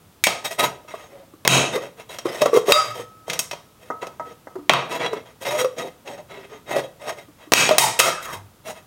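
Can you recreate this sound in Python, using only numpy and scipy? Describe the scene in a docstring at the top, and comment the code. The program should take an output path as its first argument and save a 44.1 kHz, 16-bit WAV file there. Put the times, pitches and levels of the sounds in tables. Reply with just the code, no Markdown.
"""A lever can opener works round the rim of a tin on a wooden table, miked close in a small bare room.
Each push of the blade is a burst of random slips that shakes the tin; the lid groans, squeals and buckles.
Loud snaps are short bursts of noise through the tin's resonances; twice the opener is jerked out and rings.
The room adds a decaying tail to most of it, over a steady hush. The recorder's limiter ducks on loud peaks
and then recovers, so the tail swells up behind them."""
import sys
import numpy as np
from scipy import signal
from scipy.fft import rfft, irfft, next_fast_len
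from scipy.io import wavfile
from scipy.ndimage import map_coordinates

SR = 44100
rng = np.random.default_rng(int(sys.argv[2]) if len(sys.argv) > 2 else 0)


def unload_audio(sound):
    """Save the sound as a 16-bit wav file, at the path given as the first command line argument."""
    columns = np.transpose(np.atleast_2d(sound))
    # keep every value between -1 and 1, then stretch to whole-number steps
    steps = np.round(np.clip(columns, -1, 1) * 32767)
    wavfile.write(sys.argv[1], SR, steps.astype(np.int16))


N = 390726
TIME = np.arange(N) / SR
BLOW = TIME[:SR // 3]  # time within one blow [s]

# The hand pushes the blade along the cut; levels are before the trim of each layer:
# (start [s], swell [s], hold [s], friction [dB], treble over friction [dB],
#  groan of the lid over friction [dB], groan pitch at full effort [Hz])
PUSHES = [(0.439, 0.012, 0.0096, -30, 6, -5.5, 620), (0.499, 0.014, 0.0073, -35, 7.5, -5, 560),
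          (0.576, .024, 0.051, -23.5, 0, 1, 620), (.872, .015, 0.076, -44.5, -4, -10.5, 620),
          (0.961, 0.019, 0.081, -47, -5.5, -1, 600), (1.073, 0.047, 0.1196, -55.5, -11, 11.5, 560),
          (1.71, 0.034, 0.018, -31, -2, 7, 505), (1.8, 0.016, 0.0516, -41, -5, 7, 570),
          (1.965, 0.033, 0.013, -43.5, -4.5, -4, 455), (2.086, .014, .055, -40, 1, -8, 600),
          (2.245, 0.012, 0.058, -38, -3.5, 7, 540), (2.315, 0.017, 0.07, -36, 0.5, 0, 580),
          (2.404, 0.011, 0.0085, -30, 0, 8.5, 587.6), (2.453, 0.0068, 0.0078, -29, -25, 9, 588),
          (2.516, 0.049, 0.019, -32.5, 4.5, 7.5, 454), (2.648, 0.062, 0.014, -23, 3.5, 3.5, 470),
          (2.819, 0.033, .06, -41, 0, -3.5, 500), (2.933, 0.027, 0.048, -39.5, 0.5, 2.5, 490),
          (3.262, 0.036, 0.065, -37.5, -4, 1.5, 500), (3.786, 0.032, .08, -56, 0, 1, 500),
          (4.009, 0.013, 0.015, -37.5, -8, -3, 480), (4.236, .035, 0.049, -50, -8, 8, 480),
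          (4.882, 0.039, 0.045, -30, -7, 2, 456), (4.98, 0.026, .06, -26.5, -22, 1, 490),
          (5.098, 0.03, 0.056, -38, -34, 7.5, 444), (5.233, 0.037, 0.032, -51.5, -13, 2.5, 500),
          (5.402, 0.016, .025, -43.5, 6, 3.5, 544), (5.441, 0.017, 0.1295, -29.5, -2, 1, 570),
          (5.569, 0.021, 0.023, -27.5, 2, -1.5, 520), (5.761, .025, .025, -36, -2.5, 10, 503),
          (5.811, .02, 0.047, -42.5, -0.5, 13, 510), (6.045, 0.037, 0.059, -42.5, -3.5, 11.5, 580),
          (6.16, 0.02, .02, -48.5, -12, 12.5, 610), (6.28, 0.035, 0.14, -43, -18, 2, 400),
          (6.467, 0.056, 0.052, -46, -16, 2.5, 430), (6.654, 0.042, 0.014, -39, -7, 6, 605.3),
          (6.707, 0.007, 0.035, -32.5, -5, 9.5, 605), (6.748, 0.016, 0.025, -27.5, -4.5, 5.5, 560),
          (6.795, 0.015, 0.034, -43, -2, 12, 540), (6.991, 0.032, 0.044, -44.5, -3.5, 7, 590),
          (7.031, 0.058, 0.014, -33, -5.5, 5, 620), (7.154, 0.035, 0.0087, -44, -2, 3, 590),
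          (7.367, 0.062, 0.015, -46.5, -14, -14, 500), (8.019, .035, 0.029, -21, 2, 1.5, 539.3),
          (8.193, 0.036, 0.12, -47, 11, -15.5, 500), (8.303, 0.034, .012, -41.5, 8.5, -8.5, 500),
          (8.635, 0.053, .02, -40.5, 5, 7.5, 630), (8.74, .025, .015, -48.5, -1, 0, 630)]
# Free modes of the opener's steel, lowest first: (frequency [Hz], level [dB], t60 [s])
STEEL_MODES = [(1286, -13, 1.9), (2256, -3, .45), (2620, 0, .35), (3165, -6, .5), (3765, 1, .4),
               (4785, 16, .3), (5276, -10, .55), (6422, -9, .5), (8140, 6, .18)]


def from_db(db):
    """Decibels to gain."""
    return 10 ** (np.asarray(db) / 20)


def rms_one(x):
    """Scale to rms 1."""
    return x / np.sqrt(np.mean(x ** 2) + 1e-20)


def height_one(x):
    """Scale a blow so that its eight largest samples average 1."""
    return x / np.sort(np.abs(x))[-8:].mean()


def at_hz(points, hz):
    """Read a table on a log-frequency axis."""
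    f, value = np.transpose(points)
    return np.interp(np.log(np.maximum(hz, 1)), np.log(f), value)


def colour(x, *spectra):
    """Filter a signal by the sum of some spectra in dB, then scale to rms 1."""
    size = next_fast_len(len(x))
    hz = np.arange(size // 2 + 1) * SR / size
    gain = from_db(sum(at_hz(s, hz) for s in spectra))
    return rms_one(irfft(rfft(x, size) * gain, size)[:len(x)])


def butter(x, hz, kind):
    """Butterworth filter of design order 2."""
    return signal.sosfilt(signal.butter(2, hz, kind, fs=SR, output="sos"), x)


def add(track, s, sound):
    """Mix a sound in at a time."""
    start = round(s * SR)
    track[start:start + len(sound)] += sound[:N - start]


def drift(rate_hz):
    """Random wander between normal draws of spread 1, two draws per cycle of the rate."""
    steps = np.arange(0, TIME[-1] + 1, 1 / (2 * rate_hz))
    return np.interp(TIME, steps, rng.standard_normal(len(steps)))


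def effort(start, swell_s, hold_s):
    """One move of the hand, from 0 to 1: a power-law swell, a sag as the metal gives way, a fast release."""
    swell_power, sag_db_per_s, release_db_per_s = 1.345, 40, 430
    t, out = TIME[:SR], np.zeros(N)
    sag_db = sag_db_per_s * np.maximum(t - swell_s, 0)
    release_db = release_db_per_s * np.maximum(t - swell_s - hold_s, 0)
    swell = np.minimum(t / max(swell_s, .002), 1) ** swell_power
    add(out, start, swell * from_db(-sag_db - release_db))
    return out


def moves(rows, bend=0):
    """Gain and pitch of moves (start, swell, hold, dB, Hz); the strongest sets the pitch, bent by effort."""
    gain, pitch = np.zeros(N), np.full(N, float(rows[0][-1]))
    for start, swell_s, hold_s, level_db, hz in rows:
        force = effort(start, swell_s, hold_s)
        level = from_db(level_db) * force
        leads = level > gain
        gain[leads] = level[leads]
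        pitch[leads] = hz * (1 + bend * (force[leads] - 1))
    return gain, pitch


def curve(rows):
    """Gain (-120 dB outside the rows) and pitch of a short curve."""
    s, level_db, hz = np.transpose(rows)
    gain = from_db(np.interp(TIME, s, level_db, left=-120, right=-120))
    return gain, np.interp(TIME, s, hz)


def slips(per_s, spread_db):
    """Tiny stick-slip releases at random moments, of uneven size and either sign."""
    sizes = from_db(spread_db * np.minimum(rng.exponential(1, N), 4))
    return (rng.random(N) < per_s / SR) * sizes * rng.choice([-1, 1], N)


def rubbed(gain, hz, width_hz, skirt_hz, skirt_db):
    """Friction drives a resonance of given pitch: a narrow core on a broad skirt."""
    phase = 2 * np.pi * np.cumsum(hz) / SR
    half_width = width_hz / 2
    out = 0
    for carrier in (np.sin(phase), np.cos(phase)):
        drive = slips(per_s=1300, spread_db=0.5)
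        core = rms_one(butter(drive, half_width, "low"))
        skirt = rms_one(butter(drive, [half_width, half_width + skirt_hz], "band"))
        out = out + carrier * (core + from_db(skirt_db) * skirt)
    return gain * rms_one(out)


def tin(x, detune=0., stand_out_db=0, wander_db=0, wander_hz=14):
    """Resonances of lid and wall stand out: pressure detunes them, a moving contact favours them in turn."""
    # (frequency before detuning [Hz], width [Hz], level over the direct sound, before stand_out_db [dB])
    tin_modes = [(647, 100, -2), (948.3, 19, 6.5), (1243, 16, 6.5), (1918, 36, 3), (2082, 40, 3.5),
                 (2403, 37, -10), (2600, 46, 4), (3211, 27, 8), (3787, 30, 8.5), (5120, 18, 3.5),
                 (5595, 28, 12), (6550, 110, 8.5), (8120, 210, 0.5), (9080, 370, -2), (12040, 220, 0)]
    out = x.copy()
    for hz, width, level_db in tin_modes:
        r = np.exp(-np.pi * width / SR)
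        w = 2 * np.pi * hz * (1 + detune * rng.uniform(-0.85, 1)) / SR
        drive = x * from_db(wander_db * drift(wander_hz)) if wander_db else x
        b, a = np.array([1, 0, -1]) * (1 - r * r) / 2, [1, -2 * r * np.cos(w), r * r]
        # the tiny offset keeps the filter out of denormal numbers
        out += from_db(level_db + stand_out_db) * signal.lfilter(b, a, drive + 1e-18)
    return out


def catching():
    """The blade catches and lets go many times a second, as a random wander of the level."""
    return from_db(2.2 * drift(45))


def grinding(level_db=-1, treble_db=-5, split_hz=5000):
    """Slips of the blade shake the tin during each push; a sharper bite is brighter."""
    # colour of the slips: (frequency [Hz], level [dB])
    grind_spectrum = [(30, -32), (90, -10), (140, 11.5), (230, -4.5), (420, 12), (1100, 7), (1600, 6),
                      (2300, 3.5), (3500, -0.5), (4500, -6.5), (7000, -9.5), (11000, -10.5), (16000, -13)]
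    gain, bite = np.zeros(N), np.zeros(N)
    for start, swell_s, hold_s, friction_db, bite_db, _, _ in PUSHES:
        friction = from_db(friction_db) * effort(start, swell_s, hold_s)
        gain = np.maximum(gain, friction)
        bite = np.maximum(bite, from_db(bite_db) * friction)
    drive = colour(slips(per_s=4000, spread_db=2.5) * catching(), grind_spectrum)
    grit = tin(drive, stand_out_db=3, wander_db=4.5)
    # the changing load bends all resonances together a little
    grit = map_coordinates(grit, [np.cumsum(1 + .018 * drift(3))], order=3, mode="mirror")
    # the dull part is levelled by its middle band
    dull = butter(grit, split_hz, "low") / np.std(butter(grit, [1500, 4500], "band"))
    bright = rms_one(butter(grit, split_hz, "high"))
    return from_db(level_db) * gain * dull - from_db(treble_db) * bite * bright


def groaning(level_db=-1, creak_db=-14, creak_low_hz=130, creak_high_hz=380):
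    """The same pushes drive the lid's lowest mode and make the tin creak dully against the table."""
    rows = [(start, swell_s, hold_s, friction_db + groan_db, hz)
            for start, swell_s, hold_s, friction_db, _, groan_db, hz in PUSHES]
    # bend: share by which the pitch drops as the effort falls to nothing
    gain, pitch = moves(rows, bend=.04)
    creak = gain * rms_one(butter(slips(per_s=180, spread_db=3.5), [creak_low_hz, creak_high_hz], "band"))
    groan = rubbed(gain, pitch, width_hz=47.6, skirt_hz=194, skirt_db=-3.0)
    return from_db(level_db) * groan + from_db(creak_db) * creak


def squeals(waver_hz=14, rise_db=16):
    """The sliding blade locks on to single modes; each swells, wavers in pitch and rings out."""
    # (start [s], loudest [s], centre pitch [Hz], rms level when loudest [dB], t60 [s])
    squeal_times = [(2.73, 2.765, 603, -6.5, 0.061), (2.72, 2.795, 1278, -6, 0.14),
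                    (2.72, 2.73, 1230, -13, .2), (2.765, 2.8, 780, -23, 0.058), (2.72, 2.726, 3772, 1, 0.1),
                    (4.995, 5.02, 2300, -30.5, 0.095), (5.51, 5.555, 600, -20, 0.2),
                    (5.57, 5.615, 500, -17.5, 0.23)]
    out = np.zeros(N)
    t = TIME[:SR]
    for start, top, hz, level_db, t60 in squeal_times:
        rise = max(top - start, .002)
        # the waver fades once the blade no longer drives the mode
        sticking = np.exp(-np.maximum(t - rise, 0) / 0.078)
        waver = rms_one(butter(rng.standard_normal(SR), 180, "low"))
        pitch = hz + waver_hz * sticking * waver
        shape_db = np.minimum(rise_db * (t / rise - 1), -60 * (t - rise) / t60)
        tone = np.sin(2 * np.pi * np.cumsum(pitch) / SR)
        add(out, start, np.sqrt(2) * from_db(level_db + shape_db) * tone)
    return out


def crack(t60, *spectra):
    """A blow sets a dense crowd of short modes ringing: coloured noise that dies away."""
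    return colour(rng.standard_normal(len(BLOW)), *spectra) * from_db(-60 * BLOW / max(t60, .003))


def tin_blow(peak_db, bass_db, treble_db, t60, hz, lift_db, stand_out_db):
    """One sharp release of the sheet metal, dull or bright, coloured by the part that springs free."""
    # basic colour of a blow: (frequency [Hz], level [dB])
    snap_spectrum = [(25, -28), (80, -22), (140, -1.5), (190, -11.5), (240, -22), (320, -4.5), (600, 0.5),
                     (1100, -2), (1500, -6.5), (2600, -5), (4800, -9.5), (7500, -11.5), (11000, -16.5),
                     (16000, -19.5)]
    tilt = [(700, bass_db), (2000, 0.0015), (3500, 0.0023), (8000, treble_db)]
    width = 0.2  # share of its pitch over which the part's resonance falls away
    part = [(hz / (1 + width), 0), (hz, lift_db), (hz * (1 + width), 0)]
    burst = tin(crack(t60, snap_spectrum, tilt, part), detune=0.014, stand_out_db=stand_out_db)
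    return from_db(peak_db) * height_one(burst)


def snaps():
    """The lid tears: each snap is a blow coloured by the torn flap."""
    # (time [s], peak before filter and limiter [dB], bass tilt [dB], treble tilt [dB], t60 of the burst [s],
    #  pitch of the torn flap [Hz], its lift [dB])
    snap_times = [(.239, 0.5, -20, 2.5, 0.062, 2280, 15), (0.2685, -0.5, -2.5, -5.5, 0.039, 640, 6.5),
                  (0.274, -6, 10, 1.5, 0.02, 672, 19), (0.6409, -9, 8, -15, 0.024, 667, 3.5),
                  (1.451, -9, 10.5, -8, 0.038, 2300, 11), (1.4766, 28.5, -3.5, -0.5, 0.026, 2950, 3),
                  (2.7216, 10.5, -11, -1, 0.035, 1154, 17.5), (4.6952, 8.5, 0.5, -15.5, 0.061, 1187, 6),
                  (4.736, 2, 0.5, -39, 0.03, 675.4, 6.5), (7.5202, -0.5, 8.5, -1.5, 0.056, 473, 8),
                  (7.536, 27, -4, 0, 0.019, 2660, 6), (7.691, 0, 2, -8, 0.021, 653, 7),
                  (7.713, -14, 2, -7.5, .022, 2100, 0.5), (7.7826, 15, -6.5, 6.5, 0.054, 765, 12),
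                  (7.9909, -0.5, -7, 7, 0.18, 2600, 15), (8.0002, 11, -5.5, 0.5, 0.061, 1334, 14.5)]
    out = np.zeros(N)
    for s, *blow in snap_times:
        add(out, s, tin_blow(*blow, stand_out_db=-2.0))
    return out


def ticks(t60=0.05, level_db=1):
    """The blade taps the rim, coloured by a resonance of its own."""
    # (time [s], peak before level_db [dB], bass tilt [dB], treble tilt [dB])
    tick_times = [(2.186, -21, 1, -2), (2.3481, -27, 3, -4), (2.4179, -7.5, 11.5, 0), (2.458, -19, -2, 0),
                  (2.5413, -17, 9, 6), (2.5757, -13, 13, 1), (2.7494, -29, -12, 2),
                  (3.2808, -20.5, 21.5, 10), (3.2987, -14.5, -20, -8), (3.3323, -17.5, -11, -1),
                  (3.3913, -9, -4.5, 8.5), (3.5118, -19.5, -5, -6), (3.5312, -20.5, 8, -7),
                  (4.0696, -26, 12, -3), (5.13, -25.5, 19, -14), (5.451, -27, -14, -13),
                  (5.6446, -24, -6, -10), (5.7838, -26.5, -14, -7), (6.0756, -29.5, -14, -23),
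                  (6.7087, -20, 24, -19), (6.766, -28, -1, -12), (8.6842, -28.5, 13, -16)]
    blade_hz, blade_lift_db = 5760, 5.5
    out = np.zeros(N)
    for s, peak_db, bass_db, treble_db in tick_times:
        tap = tin_blow(peak_db + level_db, bass_db, treble_db, t60, blade_hz, blade_lift_db, stand_out_db=-1.5)
        add(out, s, tap)
    return out


def seating(t60=0.062, level_db=2, ring_t60=.3):
    """The hook seats on the rim: a dull tap wakes only the steel's lowest mode, damped by the contact."""
    # (time [s], peak of the tap before level_db [dB], ring of the steel over that peak [dB])
    seat_times = [(3.902, -18, -12.5), (4.027, -20.5, -18), (4.197, -21, -10), (4.471, -27.5, -22),
                  (4.558, -29, -41.5)]
    # colour of the tap: (frequency [Hz], level [dB])
    seat_spectrum = [(50, -4), (150, 6), (450, 17.5), (1200, 12), (2000, 0), (3000, -39), (5800, -16.5),
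                     (16000, -46)]
    out = np.zeros(N)
    ring = np.sin(2 * np.pi * STEEL_MODES[0][0] * BLOW) * from_db(-60 * BLOW / ring_t60)
    for s, peak_db, ring_db in seat_times:
        add(out, s, from_db(peak_db + level_db) * height_one(tin(crack(t60, seat_spectrum))))
        add(out, s, from_db(peak_db + ring_db) * ring)
    return out


def blows(taps_db):
    """All blows on the tin as they leave in one direction; so small a body radiates little bass."""
    return butter(snaps() + from_db(taps_db) * (ticks() + seating()), 120, "high")


def opener():
    """Jerked out of the cut, the steel rings freely in all its modes."""
    # (time [s], level added to each mode [dB])
    jerk_times = [(2.7225, -21), (8.001, -38)]
    t, out = TIME[:2 * SR], np.zeros(N)
    ring = sum(from_db(db - 60 * t / t60) * np.sin(2 * np.pi * hz * t) for hz, db, t60 in STEEL_MODES)
    for s, level_db in jerk_times:
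        add(out, s, from_db(level_db) * ring)
    return out


def rasping():
    """The blade rasps out of the slit: friction on a resonance of falling pitch."""
    # (time [s], level before the trim below [dB], pitch [Hz])
    rasp_curve = [(7.79, -17.5, 959), (7.845, -9, 903), (7.88, -17.5, 890.5), (7.97, -52, 865)]
    return from_db(-2) * rubbed(*curve(rasp_curve), width_hz=130, skirt_hz=297, skirt_db=-13.5)


def knocks(thud_db=-5, thud_t60=0.068, level_db=-1, give_s=0.001):
    """The lid buckles: its lowest mode, tuned by the pressure on it, with a thud from the table."""
    # (time [s], level before level_db [dB], pitch [Hz], t60 [s])
    knock_times = [(0.847, -37.5, 600, 0.051), (0.939, -17.5, 646, 0.034), (1.336, -32.5, 312, 0.067),
                   (1.759, -14.5, 420, 0.083), (1.775, -11, 530, 0.038), (2.255, -7, 356, 0.05),
                   (2.418, -3.5, 600, 0.099), (2.458, -0.5, 583, 0.025), (2.531, -5.5, 466, 0.073),
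                   (2.546, -4.5, 432.4, 0.17), (2.562, -3.5, 494, 0.12), (2.572, -0.5, 425, 0.076),
                   (2.683, -4, 412, 0.06), (2.696, -6.5, 571, 0.15), (2.996, -20.5, 487, 0.056),
                   (4.555, -20, 372, 0.14), (4.584, -29.5, 294, 0.19), (5.131, -11.5, 414, 0.068),
                   (5.644, -8.5, 522.5, 0.12), (6.763, -7, 645, 0.027), (7.283, -37.5, 305, 0.15),
                   (7.471, -34.5, 305, 0.14), (7.709, 1.5, 619, 0.08), (7.992, -9, 536, 0.12)]
    # colour of the thud: (frequency [Hz], level [dB])
    thud_spectrum = [(30, -43.5), (140, -19), (250, -13.5), (450, 20.5), (800, -15.5), (1150, 15),
                     (1800, -24.5), (5000, -19.5), (16000, -26.5)]
    out = np.zeros(N)
    for s, peak_db, hz, t60 in knock_times:
        drum = np.sin(2 * np.pi * hz * BLOW) * from_db(-60 * BLOW / max(t60, .01))
        thud = from_db(thud_db) * height_one(crack(thud_t60, thud_spectrum))
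        onset = 1 - np.exp(-BLOW / give_s)
        add(out, s, from_db(peak_db + level_db) * (drum + thud) * onset)
    return out


def sliding():
    """The tin slides round on the table: broad friction noise of falling pitch."""
    # (time [s], level [dB], pitch [Hz])
    slide_curve = [(8.13, -35, 1744), (8.22, -40.5, 1481), (8.28, -33.5, 1217), (8.34, -34.5, 997),
                   (8.44, -58, 700)]
    return rubbed(*curve(slide_curve), width_hz=400, skirt_hz=500, skirt_db=-4)


def low_rubbing():
    """The tin's base judders on the wood, or a finger rubs (3.27 s): friction on a narrow low resonance."""
    # (start [s], swell [s], hold [s], level before the trim below [dB], pitch [Hz])
    rub_times = [(2.78, 0.065, 0.24, -31, 114), (3.27, 0.041, 0.38, -33.5, 170.2),
                 (7.82, 0.056, .04, -24.5, 118), (8.3, .08, 0.12, -31, 100.4)]
    return from_db(-13.0) * rubbed(*moves(rub_times), width_hz=12.4, skirt_hz=30, skirt_db=-25)


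def room(x, build_s=0.002):
    """Reflections thicken, then die away, the treble fastest; two low standing waves ring along."""
    # decay of the small bare room: (frequency [Hz], t60 [s])
    room_decay = [(100, 0.43), (500, 0.41), (2500, 0.33), (7000, 0.33), (15000, 0.21)]
    # standing waves: (frequency [Hz], level before the tail is scaled [dB], t60 [s])
    standing_waves = [(134.5, -12.5, 0.3), (180.2, -16, 0.26)]
    edges, t, tail = np.geomspace(30, 18000, 12), TIME[:SR], 0
    for low, high in zip(edges, edges[1:]):
        band = butter(rng.standard_normal(SR), [low, high], "band")
        tail = tail + band * from_db(-60 * t / at_hz(room_decay, np.sqrt(low * high)))
    for hz, db, t60 in standing_waves:
        tail = tail + from_db(db - 60 * t / t60) * np.sin(2 * np.pi * hz * t)
    tail = tail * (1 - np.exp(-t / build_s))
    return signal.fftconvolve(x, tail / np.linalg.norm(tail))[:N]


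def blow_tail(draws=3, level_db=-10):
    """Room tail of the blows: independent draws summed for an even spectrum; taps and seatings fed in lower."""
    return from_db(level_db) * sum(room(blows(taps_db=-4.0)) for _ in range(draws))


def hush(level_db=-53):
    """The steady background of the place: coloured noise."""
    # (frequency [Hz], level before scaling to rms 1 [dB])
    hush_spectrum = [(15, -32), (25, -10), (108, 7.5), (223, 2.5), (575, -4.5), (1040, -7.5), (1260, -6),
                     (1520, -10.5), (1940, -13.5), (3720, -14), (4140, -16.5), (14800, -18.5),
                     (16000, -17.5)]
    return from_db(level_db) * colour(rng.standard_normal(N), hush_spectrum)


def scene():
    """Direct sound at the close microphone plus the room; the blows feed the room most."""
    scrapes = grinding() + rasping() + sliding()
    lid = butter(knocks() + groaning() + squeals(), 200, "high")
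    echo = blow_tail() + room(from_db(-14) * scrapes + from_db(-14.5) * lid)
    direct = blows(taps_db=0) + opener() + scrapes + lid + low_rubbing()
    return (direct + echo + hush())[None]


def limiter(x, threshold_db=-3, release_s=0.064, attack_s=0.0015):
    """The gain drops within milliseconds on a peak and recovers, quickly at first."""
    over_db = np.maximum(20 * np.log10(np.abs(x) + 1e-9) - threshold_db, 1e-9)
    # hold each peak's excess and let it decay exponentially
    rising = np.log(over_db) + TIME / release_s
    held_db = np.exp(np.maximum.accumulate(rising, axis=-1) - TIME / release_s)
    r = np.exp(-1 / (attack_s * SR))
    return x * from_db(-signal.lfilter([1 - r], [1, -r], held_db))


def record(dry, cutoff_hz=15900):
    """The recorder: limiter, overload on crests that still pass full scale, and a steep top cut."""
    clipped = np.clip(limiter(dry), -1, 1)
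    return signal.sosfilt(signal.ellip(10, .1, 80, cutoff_hz, fs=SR, output="sos"), clipped)


dry = scene()
out = record(dry)
unload_audio(out)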